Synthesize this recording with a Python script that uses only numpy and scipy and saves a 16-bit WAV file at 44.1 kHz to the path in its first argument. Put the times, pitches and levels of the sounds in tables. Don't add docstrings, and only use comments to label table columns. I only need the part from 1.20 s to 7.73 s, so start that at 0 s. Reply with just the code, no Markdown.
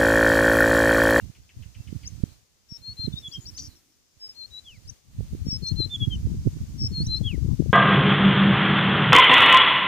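import sys
import numpy as np
from scipy import signal
from scipy.fft import rfft, irfft, next_fast_len
from scipy.io import wavfile
from scipy.ndimage import uniform_filter1d, map_coordinates

SR = 44100
rng = np.random.default_rng(int(sys.argv[2]) if len(sys.argv) > 2 else 0)


def put_to_file(sound):
    columns = np.atleast_2d(sound).T
    safe = np.clip(columns, -1, 1)
    whole_steps = np.round(safe * 32767)
    wavfile.write(sys.argv[1], SR, whole_steps.astype(np.int16))


N = 287960


def amp(db):
    return 10 ** (np.asarray(db) / 20)


def unit(x):
    return x / np.sqrt(np.mean(x ** 2, axis=-1, keepdims=True) + 1e-20)


def curves(rows):
    s, *columns = np.transpose(rows)
    return np.array([np.interp(np.arange(N) / SR, s, column) for column in columns])


def wobble(rate):
    knots = rng.standard_normal(int(N * rate / SR) + 4)
    return map_coordinates(knots, [np.arange(N) * rate / SR])


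def filtered(x, response):
    m = next_fast_len(x.shape[-1] + 8192)
    spectrum = rfft(x, m) * response(np.fft.rfftfreq(m, 1 / SR))
    return irfft(spectrum, m)[..., :x.shape[-1]]


def colour(points):
    f, db = np.transpose(points)
    return lambda hz: amp(np.interp(np.log(hz + 1), np.log(f + 1), db))


def add(out, s, hz, level, pan_db, lead, multiple=1):
    port_lead = np.array([[.5], [-.5]]) * lead
    phase = multiple * (2 * np.pi * np.cumsum(hz) / SR + port_lead)
    side = amp([[pan_db / 2], [-pan_db / 2]])
    start = round(s * SR)
    out[:, start:start + len(hz)] += 2 * side / np.linalg.norm(side) * level * np.sin(phase)


def whistles(rows, multiples, swell_db, curve, flick_hz, quaver_hz, quaver_db):
    cut_s = 0.0055
    flick_from_hz, flick_full_hz = 2900, 4300
    out, bend_hz = np.zeros((2, N)), quaver_hz * wobble(120)
    sway_rad = 0.27 * wobble(25)
    flutter_db = quaver_db * np.array([wobble(83), wobble(90)])
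    for s, length, first_hz, turn_hz, last_hz, turn, db, fade_db, pan_db, lead, over_db, *shape in rows:
        arch_hz, peak = shape or (0, turn)
        i = np.arange(round(s * SR), round((s + length) * SR))
        u = np.linspace(0, 1, len(i))
        cut = np.clip(1 - (1 - u) * length / cut_s, 0, 1)
        rise_db = -swell_db * np.clip(1 - u / peak, 0, 1) ** curve
        fall_db = -fade_db * np.clip((u - peak) / (1 - min(peak, .95)), 0, 1)
        under_db = rise_db + fall_db
        level = amp(db + under_db + flutter_db[:, i]) * (1 - cut ** 2) * signal.windows.tukey(len(i), .05)

        glide_hz = np.interp(u, [0, turn, 1], [first_hz, turn_hz, last_hz])
        bow_hz = arch_hz * np.sin(np.pi * np.clip(u / turn, 0, 1) ** 0.73)
        flick = flick_hz * np.interp(turn_hz, [flick_from_hz, flick_full_hz], [0, 1]) * cut ** 2
        pitch_hz = glide_hz + bow_hz - flick + bend_hz[i]
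        add(out, s, pitch_hz, level, pan_db, lead + sway_rad[i])
        for k in multiples:
            over_level = level * amp(over_db - 0.6 * under_db) * (1.48 * u) ** 2
            add(out, s, pitch_hz, over_level, -6, lead, k)
    return out


def trills():
    # start_s, length_s, pitch_hz, slide_hz, pulse_rate_hz, level_db, left_right_db,
    # left_lead_rad, roughness (0-1)
    trill_rows = [(1.987, 0.031, 5500, -700, 160, -50, 10, 2, 0.11),
                  (2.075, 0.037, 6840, 500, 130, -50.5, 14, -1.8, 0.28),
                  (2.129, 0.033, 5510, -700, 172, -40.5, 8, 10.5, 0.16),
                  (2.207, 0.044, 6920, 500, 120, -51.5, 15, 8, 0.12),
                  (2.27, 0.034, 5530, -700, 174, -39, 8, 3.5, 0.18),
                  (2.377, 0.036, 4650, 300, 170, -40.5, 3, 1.5, 0.32),
                  (2.378, 0.037, 5840, 400, 203, -35, 5, 1.1, 0.44),
                  (2.411, 0.065, 4880, -400, 150, -47.5, 2, 1, 0.16),
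                  (2.412, .05, 6090, -800, 135, -43.5, 7, 0.9, 0.53),
                  (2.416, 0.07, 5590, -1000, 146, -42.5, 6, 1.5, 0.3),
                  (2.553, 0.046, 5500, -500, 140, -59, 9, 4, .2),
                  (2.699, .06, 5500, -500, 150, -69, 12, 1.5, 0.38)]
    # start_s, level_db (at the end of the slide)
    lead_rows = [(1.972, -46), (2.113, -39.5), (2.254, -38)]
    # start_s, length_s, level_db
    screech = (2.381, 0.016, -40)
    # length_s, level_db
    screech_crack = (.004, -56)
    out = np.zeros((2, N))
    for s, length, hz, slide_hz, rate, db, pan_db, lead, rough in trill_rows:
        t = np.arange(round(length * SR)) / SR
        cycle, pulse = t * rate % 1, (t * rate).astype(int)
        size_db, shift_hz = rng.standard_normal((2, 30))[:, pulse] * [[1 + 3 * rough], [250 * rough]]
        sag = np.clip(t / length - .75, 0, 1)
        slow_noise = unit(uniform_filter1d(rng.standard_normal(SR // 10), size=40))[:len(t)]
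        rasp = (1 - rough) + rough * slow_noise
        pulses = np.sin(np.pi * cycle) ** (1 - 0.63 * rough)
        level = amp(db + size_db - 23 * sag) * rasp * pulses * signal.windows.tukey(len(t), .1)
        pitch_hz = hz + shift_hz + slide_hz * (cycle - .5) - 1200 * sag
        add(out, s, pitch_hz, level, pan_db, lead)

    u = np.linspace(0, 1, round(.017 * SR))
    for s, db in lead_rows:
        level = amp(db - 10.7 * (1.0 - u)) * signal.windows.tukey(len(u), .3)
        add(out, s, 4450 + 1100 * u ** 3, level, 8, 2.2)
    out = filtered(out, colour([(3200, -48), (4100, 1), (7300, 1.5), (8500, -30)]))

    s, length, db = screech
    crack_s, crack_db = screech_crack
    t = np.arange(N) / SR - s
    harsh_colour = colour([(1500, -32), (3000, -13), (5500, 0), (7500, -7), (11000, -45)])
    harsh = unit(filtered(rng.standard_normal(N), harsh_colour))
    crack_colour = colour([(1500, -30), (2500, 0), (8000, 3), (11000, -22)])
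    crack = unit(filtered(rng.standard_normal(N), crack_colour))
    out = out + amp(crack_db) * crack * (t > 0) * np.exp(-abs(t) / crack_s)
    return out + amp(db + np.array([[2], [-3]])) * harsh * (t > 0) * np.exp(-(t / length) ** 2)


def chucks():
    # start_s, level_db (of each voice at its start)
    chuck_rows = [(0.147, -65), (0.289, -63.5), (0.422, -62.5), (0.543, -63), (0.671, -60.5), (.829, -60.5)]
    out, u = np.zeros((2, N)), np.linspace(0, 1, round(0.0256 * SR))
    for s, db in chuck_rows:
        for top_hz, drop_hz in (3000, 1250), (3350, 697):
            hoarse = 1 + 1.12 * unit(uniform_filter1d(rng.standard_normal(len(u)), size=50))
            level = amp(db - 6.9 * u) * hoarse * signal.windows.tukey(len(u), .3)
            add(out, s, top_hz - drop_hz * u ** 0.606, level, 2, .3)
    return out


def echoes(x, t60):
    t = np.arange(SR // 4) / SR
    tail = rng.standard_normal((2, len(t))) * amp(-60 * t / t60) * (1 - np.exp(-t / 0.0048))
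    return signal.fftconvolve(x, tail / np.linalg.norm(tail[0]), axes=1)[:, :N]


def wind():
    # time_s, port (0 left, 1 right), peak_db, pitch_hz, length_s, edge_peak_db
    strong_eddies = [(.102, 1, -28.5, 118, .01, -57), (.203, 1, -37.5, 71.5, 0.013, -65),
                     (.374, 0, -28, 95, 0.01, -65), (.413, 1, -31, 103.7, 0.041, -60),
                     (.464, 1, -31.5, 89.5, 0.011, -62), (.572, 1, -32.5, 79.5, .016, -60),
                     (.607, 1, -25.5, 99, 0.011, -55), (.591, 0, -35.5, 83, 0.013, -65),
                     (.729, 1, -20, 154, 0.0052, -30), (.763, 1, -20.5, 117, 0.019, -46),
                     (.932, 1, -27.5, 88.5, 0.016, -60), (.865, 1, -39, 110, .012, -53),
                     (.987, 1, -29.5, 102, 0.014, -55), (1.038, 1, -4, 128, 0.0033, -23),
                     (1.524, 1, -27.5, 118, 0.0069, -60.5), (1.696, 1, -32, 103, .024, -63),
                     (1.799, 1, -24.5, 103, 0.01, -39), (1.851, 1, -23, 113, 0.018, -54),
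                     (1.876, 0, -39, 70, 0.018, -65), (1.882, 1, -16, 176, 0.01, -28),
                     (1.942, 1, -18, 108, 0.0084, -53), (2.086, 1, -32, 109, 0.0084, -60),
                     (2.19, 1, -27.5, 132, 0.018, -41), (2.334, 1, -35, 87.4, .024, -60),
                     (2.402, 1, -44, 68, .017, -65), (2.488, 1, -32.5, 85, 0.016, -62),
                     (2.975, 1, -48.5, 100, .012, -65), (3.585, 1, -35, 91, 0.013, -60),
                     (3.659, 1, -36.5, 70, 0.019, -65), (3.695, 0, -32, 74.5, 0.0079, -60),
                     (3.721, 0, -35.5, 101, 0.02, -64), (3.993, 1, -16.5, 103, 0.012, -43),
                     (4.008, 1, -18.5, 112, 0.0066, -22.5), (4.012, 0, -31, 94, 0.016, -42),
                     (4.135, 1, -18, 145, 0.0086, -29.5), (4.133, 0, -25.5, 97, 0.02, -51),
                     (4.151, 1, -26, 120, 0.012, -24), (4.217, 0, -27.5, 97.4, 0.041, -41),
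                     (4.27, 0, -16, 179, 0.0065, -32), (4.288, 1, -14, 108, 0.0058, -43),
                     (4.33, 0, -16.5, 148, 0.0047, -33), (4.364, 0, -25.5, 104, 0.035, -38),
                     (4.433, 0, -23, 148, 0.019, -29), (4.523, 0, -13, 125.4, 0.013, -33),
                     (4.604, 0, -16.5, 118, 0.025, -16), (4.663, 0, -25.5, 121, 0.021, -29),
                     (4.828, 0, -13.5, 111, 0.026, -31), (4.881, 1, -9, 117, .011, -35),
                     (4.963, 0, -22.5, 132, .015, -54), (4.977, 1, -23, 99, 0.0093, -50),
                     (5.057, 1, -12.5, 98, 0.021, -40), (5.072, 0, -19.5, 189, 0.0053, -28.5),
                     (5.121, 0, -18, 133, 0.0069, -44), (5.149, 0, -24, 177, 0.0095, -44),
                     (5.193, 1, -21, 74.4, 0.021, -45), (5.273, 1, -9, 126, 0.021, -11),
                     (5.335, 0, -24.5, 112, 0.0079, -49), (5.371, 1, -23.5, 120, 0.02, -31),
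                     (5.413, 1, -20, 98, 0.014, -43), (5.621, 0, -20.5, 127, 0.01, -31),
                     (5.643, 1, -16.5, 121, 0.018, -31), (5.646, 0, -21, 126.7, 0.036, -40),
                     (5.808, 1, -14.5, 153, 0.0093, -27), (5.835, 1, -19, 127, 0.03, -40),
                     (5.837, 0, -20.5, 99, 0.03, -45), (5.874, 0, -16, 97.5, 0.01, -41),
                     (5.884, 1, -23, 104, .027, -45), (5.958, 0, -18, 117, 0.0085, -37),
                     (6.014, 0, -11, 138, 0.0077, -20.5), (6.029, 1, -32, 68, 0.036, -50),
                     (6.063, 0, -19, 108, 0.039, -32), (6.145, 0, -18, 143, .023, -21.5),
                     (6.18, 0, -23.5, 107, 0.031, -21.5), (6.257, 1, -23.5, 94, .013, -42),
                     (6.263, 0, -29, 121, 0.0079, -24), (6.29, 0, -15.5, 116.5, 0.024, -21.5),
                     (6.315, 0, -15, 122, 0.0083, -48), (6.34, 0, -18, 132, 0.02, -30),
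                     (6.403, 0, -7.5, 149, 0.012, -9.5), (6.423, 0, -18.5, 150, 0.015, -17),
                     (6.462, 0, -17.5, 140, 0.004, -16)]
    # time_s, left_db, right_db
    gust_rows = [(0, -62, -33), (.25, -61, -57), (.45, -60, -48), (.75, -63, -38.5), (1.1, -68, -41.5),
                 (1.22, -67, -74), (1.48, -92.5, -67), (1.55, -73.5, -54.5), (1.75, -65, -50),
                 (1.87, -71, -38), (2.1, -63, -48.5), (2.48, -66, -43.5), (2.58, -72, -69), (2.7, -73, -73),
                 (2.95, -78, -74), (3.3, -55.5, -66), (3.55, -58.5, -52.5), (3.7, -49, -53),
                 (3.8, -71, -83), (3.9, -54, -55), (4.0, -37.5, -34.5), (4.2, -35, -40.5),
                 (4.4, -35.5, -49), (4.62, -27, -48), (4.75, -39, -42.5), (4.9, -34.5, -28.5),
                 (5.15, -26, -33), (5.3, -34, -37), (5.5, -34, -38.5), (5.65, -28.5, -32),
                 (5.9, -34.5, -32), (6.02, -26.5, -46), (6.38, -24, -40), (6.53, -22, -55)]
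    # frequency_hz, relative_db
    body_colour = [(15, -39), (30, -11), (60, 5), (110, -0.5), (170, -7), (300, -18), (500, -43.5),
                   (800, -53), (1500, -89)]
    # frequency_hz, relative_db
    edge_colour = [(150, -24), (280, 4), (450, -21.5), (700, -19.5), (1100, -20), (2000, -104.5)]
    gust_db = curves(gust_rows)
    lumps = amp(6.0 * np.array([wobble(22), wobble(22)]))
    body = filtered(lumps * rng.standard_normal((2, N)), colour(body_colour))
    edge = filtered(lumps ** 2 * rng.standard_normal((2, N)), colour(edge_colour))
    body *= amp(gust_db) / np.sqrt(uniform_filter1d(body ** 2, size=9000, axis=1) + 1e-20)
    edge_gain_db = gust_db - 23.5 + 0.66 * (gust_db + 13.0)
    out = body + amp(edge_gain_db) * unit(edge)

    eddies = np.vstack([strong_eddies, lesser_eddies(gust_db, count=80)])
    chances = rng.random((len(eddies), 4))
    for (s, port, db, hz, length, edge_db), (turn, skew, kink, width) in zip(eddies, chances):
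        first, end = max(round((s - 2 * length) * SR), 0), min(round((s + 2 * length) * SR), N)
        i = np.arange(first, end)
        t = i / SR - s
        phase = 2 * np.pi * (hz * t * (1 - 0.3 * t / length) + turn)
        swell = amp(db) * np.exp(-2.8 * (t / length) ** 2)
        roll = swell * np.sin(phase + 0.42 * np.sin(phase + 6 * skew))
        tear_s = 0.00056 + 0.0008 * width
        tear = amp(edge_db) * np.sin(2 * np.pi * (300 * t + kink)) / np.cosh(t / tear_s)
        out[round(port), i] += roll + tear
    return out * np.clip((N - np.arange(N)) / (0.036 * SR), 0, 1)


def lesser_eddies(gust_db, count):
    over_gust_db, scatter_db, edge_under_db = 5, 4, -24
    typical_hz, typical_s = 95, .015
    faster = 0.018
    s, port = rng.random((count, 2)).T * [[N / SR], [2]]
    size, pitch, span = rng.standard_normal((count, 3)).T
    db = gust_db[port.astype(int), (s * SR).astype(int)] + over_gust_db + scatter_db * size
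    hz = typical_hz * np.exp(.25 * pitch + faster * (db + 29.5))
    length = typical_s * np.exp(0.22 * span)
    return np.transpose([s, port // 1, db, hz, length, db + edge_under_db])


def hiss(birds, gusts):
    # frequency_hz, gain_db
    left_colour = [(20, 5), (40, 22), (150, 20.5), (400, 17.5), (800, 11), (1500, 9.5), (3000, 11.5),
                   (4500, 14), (5400, 10), (6100, 17), (7000, 12.5), (8200, 7), (10000, 4.5), (15500, 4.5)]
    right_colour = [(20, 2), (40, 22), (150, 19.5), (400, 16.5), (800, 12), (1500, 10), (3000, 11),
                    (4800, 11.5), (6000, 8), (8500, 11), (9800, 8), (11000, 5), (15500, 5)]
    # time_s, level_db
    drone_rows = [(1.7, -94), (2.0, -66), (2.45, -59.5), (2.7, -72), (2.95, -91)]
    # time_s, level_db
    chatter_rows = [(0.0, -66.5), (0.31, -68), (0.91, -63), (1.33, -74.5), (2.27, -62), (2.69, -73),
                    (3.51, -63.5), (3.93, -73.5), (4.38, -63), (6.53, -62)]
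    chatter_trim_db = -0.5
    open_gain_db, follow_db_per_db = -65, 0.34
    open_at_db, memory_s, glide_s = -29, 0.017, 0.11
    bird_weight_db = 0.3

    noise = np.array([filtered(rng.standard_normal(N), colour(port)) for port in (left_colour, right_colour)])
    drone_colour = colour([(200, -43), (250, -3.5), (300, -3), (360, -9), (500, -26.0)])
    drone = unit(filtered(rng.standard_normal(N), drone_colour))
    chatter_colour = colour([(3500, -28), (4800, -4), (6000, -4), (7200, -7), (9000, -30)])
    chatter = unit(filtered(rng.standard_normal((2, N)), chatter_colour))

    power = np.sum((amp(bird_weight_db) * birds + gusts) ** 2, axis=0)
    k = 1 / (memory_s * SR)
    smooth_power = signal.lfilter([k], [1, k - 1], power, zi=[power[:2000].mean()])[0]
    loud_db = 10 * np.log10(smooth_power + 3e-7)
    short_db = uniform_filter1d(np.minimum(loud_db - open_at_db, 0), round(glide_s * SR))
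    gain_db = open_gain_db + follow_db_per_db * short_db + 0.42 * wobble(18.0)
    chatter_db = curves(chatter_rows) + chatter_trim_db + [[2], [-2]]
    return amp(gain_db) * noise + amp(curves(drone_rows)) * drone + amp(chatter_db) * chatter


def scene():
    # start_s, length_s, first_hz, turn_hz, last_hz, turn (share of length), peak_db,
    # fade_db (by the end), left_right_db, left_lead_rad, overtone_db (relative to the note, before it grows
    # along the note), bow_hz (before the turn), peak (share of length)
    song = [(1.485, 0.09, 5325, 5442, 5477, 0.4, -41.7, 0, 16.0, 0.2, -46.0, 204, 0.45),
            (1.615, 0.12, 4180, 4290, 4400, 0.6, -37.5, 6.0, 5.1, 0.6, -40.0, -20, 0.57),
            (1.765, 0.103, 4058, 4181, 4085, 0.76, -32.7, 0.0, 7.9, 0.5, -44.0, 55, 0.45),
            (1.92, 0.026, 3638, 3552, 3564, 0.58, -41, 6, 3.3, 2.8, -42.0, -4, 0.65),
            (1.948, 0.045, 3600, 3680, 3815, 0.46, -35, 2, 5.2, 2.8, -42.0, 0, 0.8),
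            (2.022, 0.064, 3346, 3377, 3366, 0.44, -35.3, 6.0, -0.2, -0.2, -42.0, 147, 0.77),
            (2.112, 0.066, 3243, 3153, 3226, 0.5, -35.5, 7.0, 4.0, 0.1, -42.0, 113, 0.75),
            (2.995, 0.088, 5207, 5233, 5178, 0.62, -38, 8, 1.2, -3.1, -48.0, -12, 0.55),
            (3.086, 0.05, 5260, 5230, 5240, 0.3, -38, 22, 2.4, -2.8, -48.0, 0, 0.2),
            (3.145, 0.117, 4150, 4105, 4370, 0.78, -37.9, 3.0, 10.1, 2.0, -44.0, 120, 0.63),
            (3.303, 0.097, 3831, 3906, 4020, 0.64, -39.0, 3.0, 8.9, 1.4, -42.0, 47, 0.67),
            (3.44, 0.143, 3500, 3150, 1900, 0.34, -45.1, 23.0, 2.6, 0.3, -20.0, 60, 0.31),
            (4.257, 0.117, 5240, 5268, 5334, 0.82, -28.2, 7.0, 3.2, -2.5, -40.0, 149, 0.65),
            (4.42, 0.104, 4228, 4170, 4265, 0.38, -28.5, 10.0, 5.8, 1.2, -36.0, 80, 0.57),
            (4.558, 0.1, 4054, 4036, 4153, 0.74, -25.4, 5.0, 9.2, 0.8, -44.0, 114, 0.57),
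            (4.695, 0.069, 3563, 3535, 3318, 0.6, -29.0, 0.0, -3.4, -0.0, -27.0, 3, 0.79),
            (4.795, 0.059, 3431, 3318, 3303, 0.42, -29.0, 0, 2.2, -0.2, -38.0, 37, 0.55),
            (4.895, 0.066, 3360, 3096, 2827, 0.76, -32.7, 15.0, 6.5, -0.1, -23.0, -59, 0.63),
            (5.578, 0.1, 5402, 5316, 5402, 0.7, -30.3, 0.0, 4.4, 2.9, -46.0, -15, 0.49),
            (5.715, 0.117, 4240, 4180, 4440, 0.6, -32.0, 1.0, 4.0, 0.8, -34.0, 110, 0.53),
            (5.865, 0.123, 3860, 4060, 4250, 0.73, -26.0, 10.0, 7.1, 0.7, -42.0, 150, 0.69),
            (6.03, 0.134, 3400, 3280, 1860, 0.34, -30.5, 29.0, 3.5, 0.1, -38.0, 0, 0.35)]
    chips = [(.825, .018, 5170, 4800, 4040, .6, -55, 5, -1.9, -0.5, -32),
             (.844, .028, 4150, 5400, 5500, 0.89, -40, 0, 4, -2.5, -31),
             (.87, 0.018, 5480, 6500, 4320, 0.44, -32, 24, 4.5, -2.5, -33),
             (2.338, 0.025, 4060, 5340, 5190, .55, -49.5, 6, 4, 5, -45),
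             (2.363, .019, 5150, 6500, 6300, 0.76, -36, 10, 5, 4.5, -45),
             (3.65, .016, 5000, 4900, 4070, .2, -59, 1, 1, 5, -30),
             (3.672, 0.014, 4380, 5460, 4900, 0.65, -46, 2, 4, 3, -14.5),
             (3.684, .023, 4980, 6220, 4800, 0.7, -34.5, 14, 5.5, 2, -28),
             (4.435, 0.015, 4710, 5230, 4710, 0.38, -47, 8, -.4, 4, -12),
             (4.462, 0.019, 5100, 5700, 5600, .65, -36.5, 7, 1.4, 1.5, -20),
             (4.481, .014, 5700, 6100, 5000, .45, -31.5, 20, 1.4, 1.5, -24.5),
             (5.823, 0.019, 6030, 5250, 4500, .35, -55, 3, -3, 0, -23.5),
             (5.837, 0.026, 4600, 5300, 5560, .45, -44.5, 0, -1, 2.2, -20),
             (5.863, .018, 5600, 6180, 4770, 0.35, -31, 23, 2, 1.8, -21),
             (5.95, 0.029, 4730, 5430, 5250, .75, -43, 3, -3, 1.5, -21)]
    # the first eleven columns of song, overtone_db unused
    faint = [(0, .03, 2770, 2730, 2690, .3, -65, 1, -2, .3, 0),
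             (.565, .067, 2410, 2720, 2700, .5, -70, 4, -2.5, -.6, 0),
             (1.02, .04, 3300, 3150, 3050, .5, -72, 2, 0, .5, 0),
             (1.09, .06, 3900, 4300, 4100, .4, -72, 3, 0, .5, 0),
             (1.49, .095, 4700, 4540, 4430, .7, -71, 6, -5, .6, 0),
             (1.57, .03, 3850, 4250, 4300, .7, -68, 2, 4, .5, 0),
             (2.478, .065, 4400, 4100, 3850, .4, -65, 5, -6, 1, 0),
             (2.49, .07, 4650, 4400, 4150, .4, -69, 5, -6, 1, 0)]
    near = whistles(song, [2], swell_db=25, curve=1.9, flick_hz=380, quaver_hz=12, quaver_db=.7)
    near += whistles(chips, [3 / 2, 2], swell_db=14, curve=0.93, flick_hz=0, quaver_hz=25, quaver_db=.8)
    near += trills()
    far = chucks()
    far += whistles(faint, [], swell_db=-1, curve=1, flick_hz=0, quaver_hz=70.4, quaver_db=1.5)
    near_tail = amp(-18.5) * echoes(near, t60=0.15)
    far_tail = amp(-3.5) * echoes(far, t60=0.203)
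    birds, gusts = near + far + near_tail + far_tail, wind()
    return birds + gusts + hiss(birds, gusts)


def record(dry):
    top_hz = 15550
    return filtered(dry, lambda hz: hz < top_hz)


dry = scene()
out = record(dry)
put_to_file(out)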